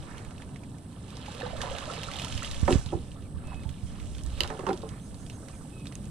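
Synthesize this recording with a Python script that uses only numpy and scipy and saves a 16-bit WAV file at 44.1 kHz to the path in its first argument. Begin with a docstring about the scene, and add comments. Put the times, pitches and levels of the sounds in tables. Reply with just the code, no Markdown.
"""A wet cast net is hauled out of a pond and its lead line drops on a plank dock, twice.
Over distant hum and hiss, rope scuffs by friction and drops, lines and rings tick. From 1.3 s water
streams off the net as ringing bubbles and spray. Wind thumps the right microphone port, and at 2.7 s
the weights excite the modes of the planks. Far birds begin to whistle; at 4.4 s the net's plastic horn
clacks, the weights land again and the net drips on. Near sounds are muffled at the left port."""
import sys
import numpy as np
from scipy import signal
from scipy.fft import rfft, irfft
from scipy.io import wavfile
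from scipy.ndimage import uniform_filter1d

SR = 44100
rng = np.random.default_rng(int(sys.argv[2]) if len(sys.argv) > 2 else 0)


def int16_out(signal):
    """Quantize to a 16-bit WAV file."""
    q = np.round(np.clip(np.atleast_2d(signal).T, -1, 1) * 32767)
    wavfile.write(sys.argv[1], SR, q.astype(np.int16))


N = 269010

# water streaming off the moving mesh: time_s, gurgle_db, spray_db, fizz_db
WATER_FLOW = [(0.0, -51.5, -58, -60.5), (0.85, -62, -67.5, -70.5), (1.29, -50, -50, -60),
              (1.5, -44, -49, -58), (1.75, -41.5, -46, -54), (2.48, -50, -44, -49), (2.65, -52, -50, -52),
              (2.9, -57, -55.5, -58), (3.36, -62.5, -69, -74), (3.5, -54, -60, -69), (3.84, -64, -61, -64),
              (4.21, -59.5, -60, -60), (4.38, -56, -52, -58), (4.6, -50, -58, -61), (5.03, -62, -66, -63.5),
              (5.6, -56, -64, -62.5), (5.76, -62.5, -62, -68), (6.1, -59, -64, -63)]


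def amp(db):
    """Amplitude ratio of a level in decibels."""
    return 10 ** (np.asarray(db) / 20)


def unit_rms(x):
    """Normalisation to unit mean power."""
    return x / np.sqrt(np.mean(x ** 2) + 1e-20)


def spectrum_at(points, hz):
    """Interpolation of a spectrum on a logarithmic frequency axis."""
    point_hz, value = np.transpose(points)
    return np.interp(np.log(hz + 1), np.log(point_hz + 1), value)


def envelopes(rows):
    """Linear interpolation in time of each column after the first."""
    times, *columns = np.transpose(rows)
    return [np.interp(np.arange(N) / SR, times, column) for column in columns]


def coloured(x, colour):
    """Zero-phase filtering by rows of frequency_hz, gain_db."""
    return irfft(rfft(x) * amp(spectrum_at(colour, np.fft.rfftfreq(N, 1 / SR))), N)


def add(mix, start_s, sound):
    """Superposition of a sound on the mix."""
    part = mix[max(round(start_s * SR), 0):][:len(sound)]
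    part += sound[:len(part)]


def ring(hz, t60, glide=0., size=4096):
    """Damped oscillation: in t60 seconds it falls 60 dB and its pitch rises by the fraction 2 * glide."""
    t = np.arange(size) / SR
    return np.sin(2 * np.pi * hz * t * (1 + glide * t / t60)) * amp(-60 * t / t60)


def grains(colour, cycles, per_s, spread_db, wash, pitches=12):
    """Shot noise: random impulses ring small resonators over a smooth wash of the same colour."""
    out = np.zeros(N)
    for hz in np.geomspace(colour[1][0], colour[-2][0], pitches):
        sizes = amp(spread_db * np.minimum(rng.exponential(1, N), 5))
        impulses = sizes * (rng.random(N) < per_s / pitches / SR)
        out += signal.oaconvolve(impulses, np.sqrt(hz) * ring(hz, cycles / hz, glide=.17, size=2048))[:N]
    smooth = unit_rms(coloured(rng.standard_normal(N), colour))
    return unit_rms(unit_rms(coloured(out, colour)) + wash * smooth)


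def distant_air():
    """Partly coherent noise: the hum is alike at both ports, the drifting hiss largely independent."""
    colour = [(29, -40), (50, 1), (70, 2), (98, -3.5), (140, -1.5), (221, -6.5), (268, -8), (330, -16),
              (718, -25), (1110, -34), (2100, -55), (3000, -48.5), (4000, -43), (5500, -47.5),
              (7000, -53.5), (7700, -42), (9500, -43), (11000, -56.5), (15500, -67)]  # hum and hiss: frequency_hz, level_db
    likeness = [(60, 0.97), (180, 1), (550, 0.81), (1650, 0.033), (4970, 0.07), (15000, 0.31)]  # between the ports: frequency_hz, coherence
    balance = [(60, 0), (380, -3), (900, 6.5), (2400, 12), (6500, 6), (7800, -25.5), (15000, -25)]  # frequency_hz, left_minus_right_db
    insects = [(0, -1), (1.5, -1.), (3.2, -0.5), (4.6, 1.5), (5.4, 3.5), (6.1, 3)]  # swell of the high hiss: time_s, gain_db
    frames, hz = N // 256 + 5, np.fft.rfftfreq(1024, 1 / SR)
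    right_re, right_im, own_re, own_im, patches = rng.standard_normal((frames, 513, 5)).T
    patches = unit_rms(uniform_filter1d(uniform_filter1d(patches, 14, axis=0), 16, axis=1))
    coherence = np.clip(spectrum_at(likeness, hz), -1, 1)[:, None]
    right = right_re + 1j * right_im
    left = coherence * right + np.sqrt(1 - coherence ** 2) * (own_re + 1j * own_im)
    swell_db = (hz > 7400)[:, None] * np.interp(np.arange(frames) * 256 / SR, *np.transpose(insects))
    lean_db = spectrum_at(balance, hz)[:, None] / 2
    level_db = spectrum_at(colour, hz)[:, None] + swell_db + 1.05 * patches
    spectra = np.array([left * amp(level_db + lean_db), right * amp(level_db - lean_db)])
    return amp(-42) * unit_rms(signal.istft(spectra, nperseg=1024, noverlap=768)[1][:, :N])


def wind():
    """Pressure fluctuations: independent rumble at each port, and thumps mainly at the right one."""
    strength = [(0.0, -43), (1.0, -64), (1.73, -39), (1.93, -52), (2.28, -47), (2.36, -34), (2.5, -39),
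                (2.62, -26), (3.07, -48), (3.64, -40), (3.86, -44), (4.4, -33), (4.62, -47), (5.88, -56),
                (6.1, -42)]  # rumble: time_s, level_db
    colour = [(12, 4), (30, -9.5), (60, 8), (100, -8.5), (160, -12), (300, -55)]  # rumble: frequency_hz, gain_db
    thumps = [(2.355, -19, "in"), (2.602, -22.5, "in"), (2.631, -6, "in"), (2.669, -15, "in"),
              (2.7315, -8, "in"), (2.757, -3, "in"), (2.866, -16.5, "in"), (2.951, -12.5, "in"),
              (3.346, -21, "out"), (3.372, -19, "out"), (3.466, -23.5, "in"), (3.661, -15.5, "out"),
              (3.685, -20, "in"), (3.705, -18.5, "out"), (3.835, -18, "in")]  # pressure pulses: time_s, level_db, direction
    lumps = [unit_rms(uniform_filter1d(rng.standard_normal(N), 900)) for _ in range(2)]
    rumble = np.array([unit_rms(coloured(amp(5.5 * lump) * rng.standard_normal(N), colour))
                       for lump in lumps])
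    pressure, t = np.zeros(N), np.arange(1764) / SR - .02
    for time_s, db, direction in thumps:
        width_s = .0012 - .00006 * db  # weaker thumps are broader
        sign = 1 if direction == "in" else -1
        add(pressure, time_s - .02, sign * amp(db) * np.exp(-(t / width_s) ** 2))
    bass_cut = signal.cheby1(2, 4.0, 55, "highpass", fs=SR)  # makes each pulse overshoot
    rumble *= amp(envelopes(strength)[0]) * amp([[-3], [3]])
    return rumble + signal.lfilter(*bass_cut, pressure) * amp([[-16], [2.5]])


def bird_call(length_s, first_hz, last_hz, db, throbs_per_s, fuzz, bend):
    """A modulated sine: it glides early (bend under 1) or late, swells, throbs and is roughened by noise."""
    t = np.arange(0, length_s, 1 / SR)
    hz = first_hz + (last_hz - first_hz) * (t / length_s) ** bend
    swell = amp(db - 4 * (2 * t / length_s - 1) ** 2) * signal.windows.tukey(len(t), .15)
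    throb = np.abs(np.cos(np.pi * throbs_per_s * t - .4)) ** .4
    rasp = 1 - fuzz + fuzz * unit_rms(uniform_filter1d(rng.standard_normal(SR // 4), 90))[:len(t)]
    return np.sqrt(2) * swell * throb * rasp * np.sin(2 * np.pi * np.cumsum(hz) / SR)


def birds():
    """Far calls, placed to the right by a level difference between the ports."""
    # three kinds of call: start_s, length_s, first_hz, last_hz, level_db
    whistles = [(3.44, .195, 2640, 2550, -54), (5.722, .123, 2620, 2540, -57)]
    chirps = [(3.238, .042, 2550, 2100, -63), (5.522, .04, 2520, 2120, -61), (3.872, .043, 3200, 3100, -60)]
    wheezes = [(5.01, .065, 6100, 6500, -62), (5.18, .075, 6200, 6600, -61), (5.322, .05, 6600, 6350, -60),
               (5.535, .075, 6550, 6450, -64)]
    out = np.zeros(N)
    for calls, throbs_per_s, fuzz, bend in [(whistles, 22, .1, .4), (chirps, 3, .5, 1.8),
                                            (wheezes, 3, .7, .7)]:
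        for start_s, *call in calls:
            add(out, start_s, bird_call(*call, throbs_per_s, fuzz, bend))
    return out * amp([[-2.5], [2.0]])


def rope_scuffs():
    """Friction noise: rope and mesh rub in short grains, and each stroke swells and sinks."""
    strokes = [(.02, .26, -53), (3.83, .24, -59), (4.85, .17, -56)]  # start_s, length_s, level_db
    colour = [(500, -23), (800, 3), (1200, 10), (1800, 7), (2500, 4), (3600, -30)]  # rubbing: frequency_hz, gain_db
    envelope = np.zeros(N)
    for start_s, length_s, db in strokes:
        position = np.linspace(-1, 1, round(length_s * SR))
        add(envelope, start_s, amp(db - 12 * position ** 2) * signal.windows.tukey(len(position), .2))
    return envelope * grains(colour, cycles=9., per_s=1500, spread_db=2.5, wash=1.2, pitches=8)


def drips(count=60):
    """Random arrivals: rows for ticks() whose level follows the spray off the net."""
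    when, size, pitch = rng.random((count, 3)).T
    starts_s = when * N / SR
    flow_s, _, spray_db, _ = np.transpose(WATER_FLOW)
    levels_db = np.interp(starts_s, flow_s, spray_db) + 12 + 8 * (size - .5)
    pitches_hz = np.interp(pitch, [0, 1], [2400, 3900])
    return list(zip(starts_s, levels_db, pitches_hz, [-22] * count))


def ticks():
    """Small impacts excite heavily damped modes, with a trailing crackle and a brief spit of treble."""
    impacts = [(0.181, -36.5, 3100, -9), (0.249, -40.5, 2300, -6), (0.3082, -39, 2130, -11),
               (0.381, -40, 2620, -11), (0.4213, -35, 2170, -32), (0.56, -35.5, 2220, -28),
               (0.635, -40.5, 2310, -26), (0.7841, -45.5, 2240, -5), (1.1043, -39.5, 3680, -8),
               (1.1692, -33.5, 3920, -15), (1.262, -33.5, 2450, -31), (1.4024, -30, 2700, -17),
               (1.616, -22, 3530, -27), (1.7635, -31, 2390, -16), (1.7847, -26, 3700, -31),
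               (1.936, -28.5, 2840, -16), (2.033, -23, 2900, -41), (2.115, -26.5, 2940, -31),
               (2.1662, -30.5, 3100, -6), (2.188, -26, 2900, -25), (2.1975, -23, 2780, -33),
               (2.2188, -23.5, 3200, -31), (2.2468, -25, 3060, -8), (2.2817, -29.5, 3400, -14),
               (2.3244, -27, 3200, -22), (2.377, -26, 3080, -22), (2.431, -25, 1860, -9),
               (2.447, -23.5, 3180, -23), (2.5122, -25, 3630, -26), (2.5452, -27.5, 3120, -31),
               (2.6792, -25, 1940, -29), (2.707, -27, 2930, -19), (2.7261, -19, 2860, -28),
               (2.861, -31.5, 3960, -27), (3.1168, -40, 2940, -22), (3.223, -44, 2970, -19),
               (3.4716, -42.5, 2640, -2), (3.5436, -38, 2500, -15), (3.6346, -39.5, 2330, -13),
               (3.6915, -34.5, 3350, -10.5), (3.9995, -35, 2280, -18), (4.057, -42, 2800, -15),
               (4.149, -36, 3230, -20), (4.1828, -35, 3220, -11), (4.2356, -45.5, 3040, 6.5),
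               (4.2626, -38, 3850, -3), (4.476, -31, 3090, -9), (4.503, -31.5, 1930, -21),
               (4.593, -36.5, 2670, -13), (4.667, -28, 2770, -25), (4.6902, -27.5, 2640, -32),
               (4.7303, -30.5, 3460, -30), (4.775, -36.5, 3250, -12), (4.8187, -39, 3730, -18),
               (4.8904, -36, 3120, -9), (5.1438, -40.5, 3920, -11), (5.2644, -40, 3400, -15),
               (5.299, -33, 2800, -15), (5.4849, -35.5, 2150, -9), (5.8561, -35.5, 2460, -17),
               (5.8696, -31.5, 3750, -26), (5.9236, -35, 2050, -17), (5.954, -37.5, 2700, 2.5),
               (6.0556, -44.5, 2580, -1)]  # drops on wood, rings and lines: start_s, level_db, pitch_hz, treble_db
    modes = [(1.0, 0, .007), (1.3, -3, .004), (1.7, -7, .003), (.75, -4, .004)]  # pitch_ratio, level_db, t60_s
    impacts = impacts + drips()
    out, t = np.zeros(N), np.arange(2048) / SR
    attack = np.minimum(t / .0005, 1)
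    treble_band = signal.butter(2, [5500, 10000], "bandpass", fs=SR)
    for start_s, db, hz, treble_db in impacts:
        noise = rng.standard_normal((2, 2048))
        body = sum(amp(mode_db) * ring(hz * ratio, t60, size=2048) for ratio, mode_db, t60 in modes)
        pitch_band = signal.butter(1, [hz * .7, hz * 1.5], "bandpass", fs=SR)
        crackle = unit_rms(signal.lfilter(*pitch_band, noise[0]))
        crackle *= amp(-60 * t / .011) + amp(-3 - 60 * t / .093)
        spit = unit_rms(signal.lfilter(*treble_band, noise[1])) * amp(treble_db - 60 * t / .0091)
        add(out, start_s, amp(db) * (1.2 * body * attack + .2 * crackle + 1.3 * spit))
    return signal.lfilter(*signal.butter(2, 9500, fs=SR), out)  # microphone roll-off above 9.5 kHz


def streaming_water():
    """Bubble resonance: long-ringing bubbles gurgle and rise in pitch; short drops spray and fizz."""
    # spectra of the three layers: frequency_hz, gain_db
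    gurgle_colour = [(250, -13), (450, 1.5), (800, 0.5), (1300, -2.5), (1800, -2), (2300, -14.5),
                     (3000, -65)]
    spray_colour = [(1400, -5), (2200, -6), (3000, 0), (3500, 0), (4000, -2), (4400, -7.5), (5200, -6.5),
                    (6500, -36)]
    fizz_colour = [(4000, -3), (5200, 3), (7500, 3), (9500, 0), (11000, -16.5), (14000, -30), (15500, -38)]
    gushes = [(1.61, -34, .01, -8), (2.72, -39, .06, -.7), (4.42, -42, .03, -3), (4.67, -45, .01, -7)]  # the net is jerked or lands: peak_s, gurgle_db, rise_s, layer_step_db
    bubbles = [(1.282, -32, 826, 0.055), (1.411, -27, 745, 0.022), (1.418, -28, 1720, 0.023),
               (1.431, -28.5, 484, 0.18), (1.533, -28, 660, 0.033), (1.549, -35, 620, 0.094),
               (1.641, -27, 550, 0.036), (1.694, -44, 700, 0.043), (1.876, -31.5, 604, 0.093),
               (1.924, -34, 684, 0.06), (1.949, -37, 670, 0.06), (2.085, -26, 1330, 0.02),
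               (2.217, -30, 670, 0.03), (2.422, -29, 1350, 0.024), (3.519, -39, 983, 0.065),
               (3.653, -44.5, 858, 0.13)]  # single large bubbles: start_s, level_db, pitch_hz, t60_s
    rise_db, fall_db_per_s, surge_db, surge_s = 14, 150, 1.4, .04
    t, levels = np.arange(N) / SR, amp(envelopes(WATER_FLOW))
    for peak_s, db, rise_s, step_db in gushes:
        shape_db = np.minimum(rise_db * (t - peak_s) / rise_s, fall_db_per_s * (peak_s - t))
        layers_db = db + step_db * np.arange(3)[:, None]
        levels = np.hypot(levels, amp(layers_db + np.maximum(shape_db, -200)))  # powers add
    surges = unit_rms(uniform_filter1d(rng.standard_normal((3, N)), round(surge_s * SR)))
    gurgle, spray, fizz = levels * amp(surge_db * surges)
    out = gurgle * grains(gurgle_colour, cycles=33., per_s=400, spread_db=3.22, wash=.77)
    out += spray * grains(spray_colour, cycles=20., per_s=900, spread_db=3.5, wash=.85)
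    out += fizz * grains(fizz_colour, cycles=9., per_s=2500, spread_db=3.8, wash=.9)
    attack = np.minimum(np.arange(4096) / 60, 1)
    for start_s, db, hz, t60 in bubbles:
        add(out, start_s, amp(db) * ring(hz, t60, glide=.06) * attack)
    return out


def horn_clacks():
    """Impulse response of the net's plastic horn, driven by two contacts and short scattered echoes."""
    clacks = [(4.4056, -8.5, 0.4), (4.4185, -38, 0.), (4.4342, -20.5, 1.)]  # horn on planks: start_s, level_db, brightness_db_per_khz
    modes = [(2000, -8, .006), (2700, -3, .008), (3020, 0, .008), (3500, -8, .008), (4100, -2, .007),
             (4810, -6, .006), (5600, -13, .005), (6550, -17, .005), (7950, -19, .004), (9600, -18, .004),
             (12500, -24, .003)]  # frequency_hz, level_db, t60_s
    out, t = np.zeros(N), np.arange(4096) / SR
    for start_s, db, brightness in clacks:
        body = sum((-1) ** k * amp(mode_db + brightness * (hz - 3000) / 1000) * ring(hz, t60)
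                   for k, (hz, mode_db, t60) in enumerate(modes))
        body *= np.minimum(t / .00016, 1)  # the contact takes a moment to build
        contacts = rng.standard_normal(4096) * amp(-28 - 60 * t / .05)
        contacts[[0, 46]] = 1, .7  # a hard knock and a second contact 1 ms later
        add(out, start_s, amp(db) * signal.fftconvolve(contacts, body / np.abs(body).max()))
    return out


def lead_weights():
    """Modal excitation: a dying rattle of weights rings the planks; soft blows lose the upper modes."""
    heaps = [(2.678, -11, 0, 0.075), (2.689, -18.5, -14, 0.021), (2.702, -12.5, -17, 0.053),
             (2.724, -18.5, -20, 0.12), (2.924, -17.5, -20, 0.08), (2.931, -21.5, -21, 0.078),
             (2.947, -24, -31, 0.15), (3.509, -42, 8, 0.06), (3.53, -36, 3, 0.043),
             (4.403, -26.5, -8, 0.17), (4.445, -30, 7, 0.16), (4.501, -25.5, 2.5, 0.17),
             (4.545, -33, -5, 0.2), (4.591, -26, -3, 0.14), (4.63, -28.5, -14, 0.15),
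             (4.666, -19, 0, 0.081), (4.687, -15, -6, 0.079), (4.704, -19, 0.5, 0.068),
             (4.729, -23, -16, 0.18), (4.83, -27, -15, 0.14)]  # weights landing: start_s, level_db, hardness_db_per_khz, rattle_t60_s
    plank_modes = [(196, -5.5, 0.081), (273, -9, 0.14), (335, -1.5, 0.1), (386, -1, 0.072), (445, -5, 0.14),
                   (512, 1, 0.045), (587, 1, 0.047), (653, -10.5, 0.063), (735, 0.5, 0.063),
                   (782, 3, 0.054), (909, 2, 0.044), (1032, -1, 0.049), (1231, 5, 0.02), (1330, -2, 0.04),
                   (1414, -4, 0.04), (1800, -5, 0.02), (2170, -4, 0.011)]  # frequency_hz, level_db, t60_s
    out, t = np.zeros(N), np.arange(8192) / SR
    attack = np.minimum(t / .00038, 1)  # lead and wet mesh land softly
    for start_s, db, hardness, rattle_t60 in heaps:
        chance, force, spot = rng.random((3, 8192))
        knocks = np.where(chance < .04, 2 * force - 1, 0) * amp(-60 * t / rattle_t60)
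        knocks[0] = 2.2  # the first weight lands hardest
        spot = 2 * spot - 1  # each heap lands on another spot, which shifts and weights the modes
        planks = sum((-1) ** k * amp(mode_db + hardness * hz / 1000 + 3 * spot[k])
                     * ring(hz * (1 + .046 * spot[-k]), t60, size=8192)
                     for k, (hz, mode_db, t60) in enumerate(plank_modes))
        thud = signal.fftconvolve(knocks, planks * attack)
        onset_rms = np.sqrt(np.mean(thud[:700] ** 2))
        add(out, start_s, amp(db - 10) * thud / onset_rms)
    return out


def through_ports(sound):
    """Multipath transmission: the left port hears a near sound duller, phase-shifted and partly scattered."""
    # left port relative to right
    likeness = [(100, 1), (600, 0.6), (1400, 0.23), (3000, 0.84), (8000, 0.28)]  # frequency_hz, coherence
    muffling = [(60, -7), (300, -0.5), (700, -8), (1300, -10), (2400, -5.5), (4400, -3.5), (6000, -10.5),
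                (8000, -14.5), (15000, -22)]  # frequency_hz, gain_db
    phase_shift = [(0, 0), (690, -.3), (1120, .6), (2580, .2), (3530, -.5), (5400, -2.8), (9000, -3),
                   (15000, -6)]  # frequency_hz, phase_rad
    hz = np.fft.rfftfreq(N, 1 / SR)
    echoes = rng.standard_normal(2400) * amp(-60 * np.arange(2400) / 2200)
    scattered = rfft(echoes / np.linalg.norm(echoes), N)
    direct = np.exp(1j * spectrum_at(phase_shift, hz))
    coherence = np.clip(spectrum_at(likeness, hz), 0, 1)
    gain = amp(spectrum_at(muffling, hz))
    left = gain * (coherence * direct + np.sqrt(1 - coherence ** 2) * scattered)
    mean_gain = (1 + gain) / 2
    return irfft(rfft(sound) * np.array([left, np.ones(len(hz))]) / mean_gain, N)


def scene():
    """Superposition of the near sources, each by its own paths, on birds, wind and distant air."""
    sources = (streaming_water, ticks, horn_clacks, lead_weights, rope_scuffs)
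    near = sum(through_ports(source()) for source in sources)
    return near + birds() + wind() + distant_air()


def record(dry):
    """Low-pass filtering: the microphone's treble roll-off, then a steep band limit."""
    dulled = signal.lfilter(*signal.butter(4, 14500, fs=SR), dry)
    band_limit = signal.firwin(511, 15700, window=("kaiser", 9), fs=SR)
    return signal.oaconvolve(dulled, band_limit[None], "same")


dry = scene()
out = record(dry)
int16_out(out)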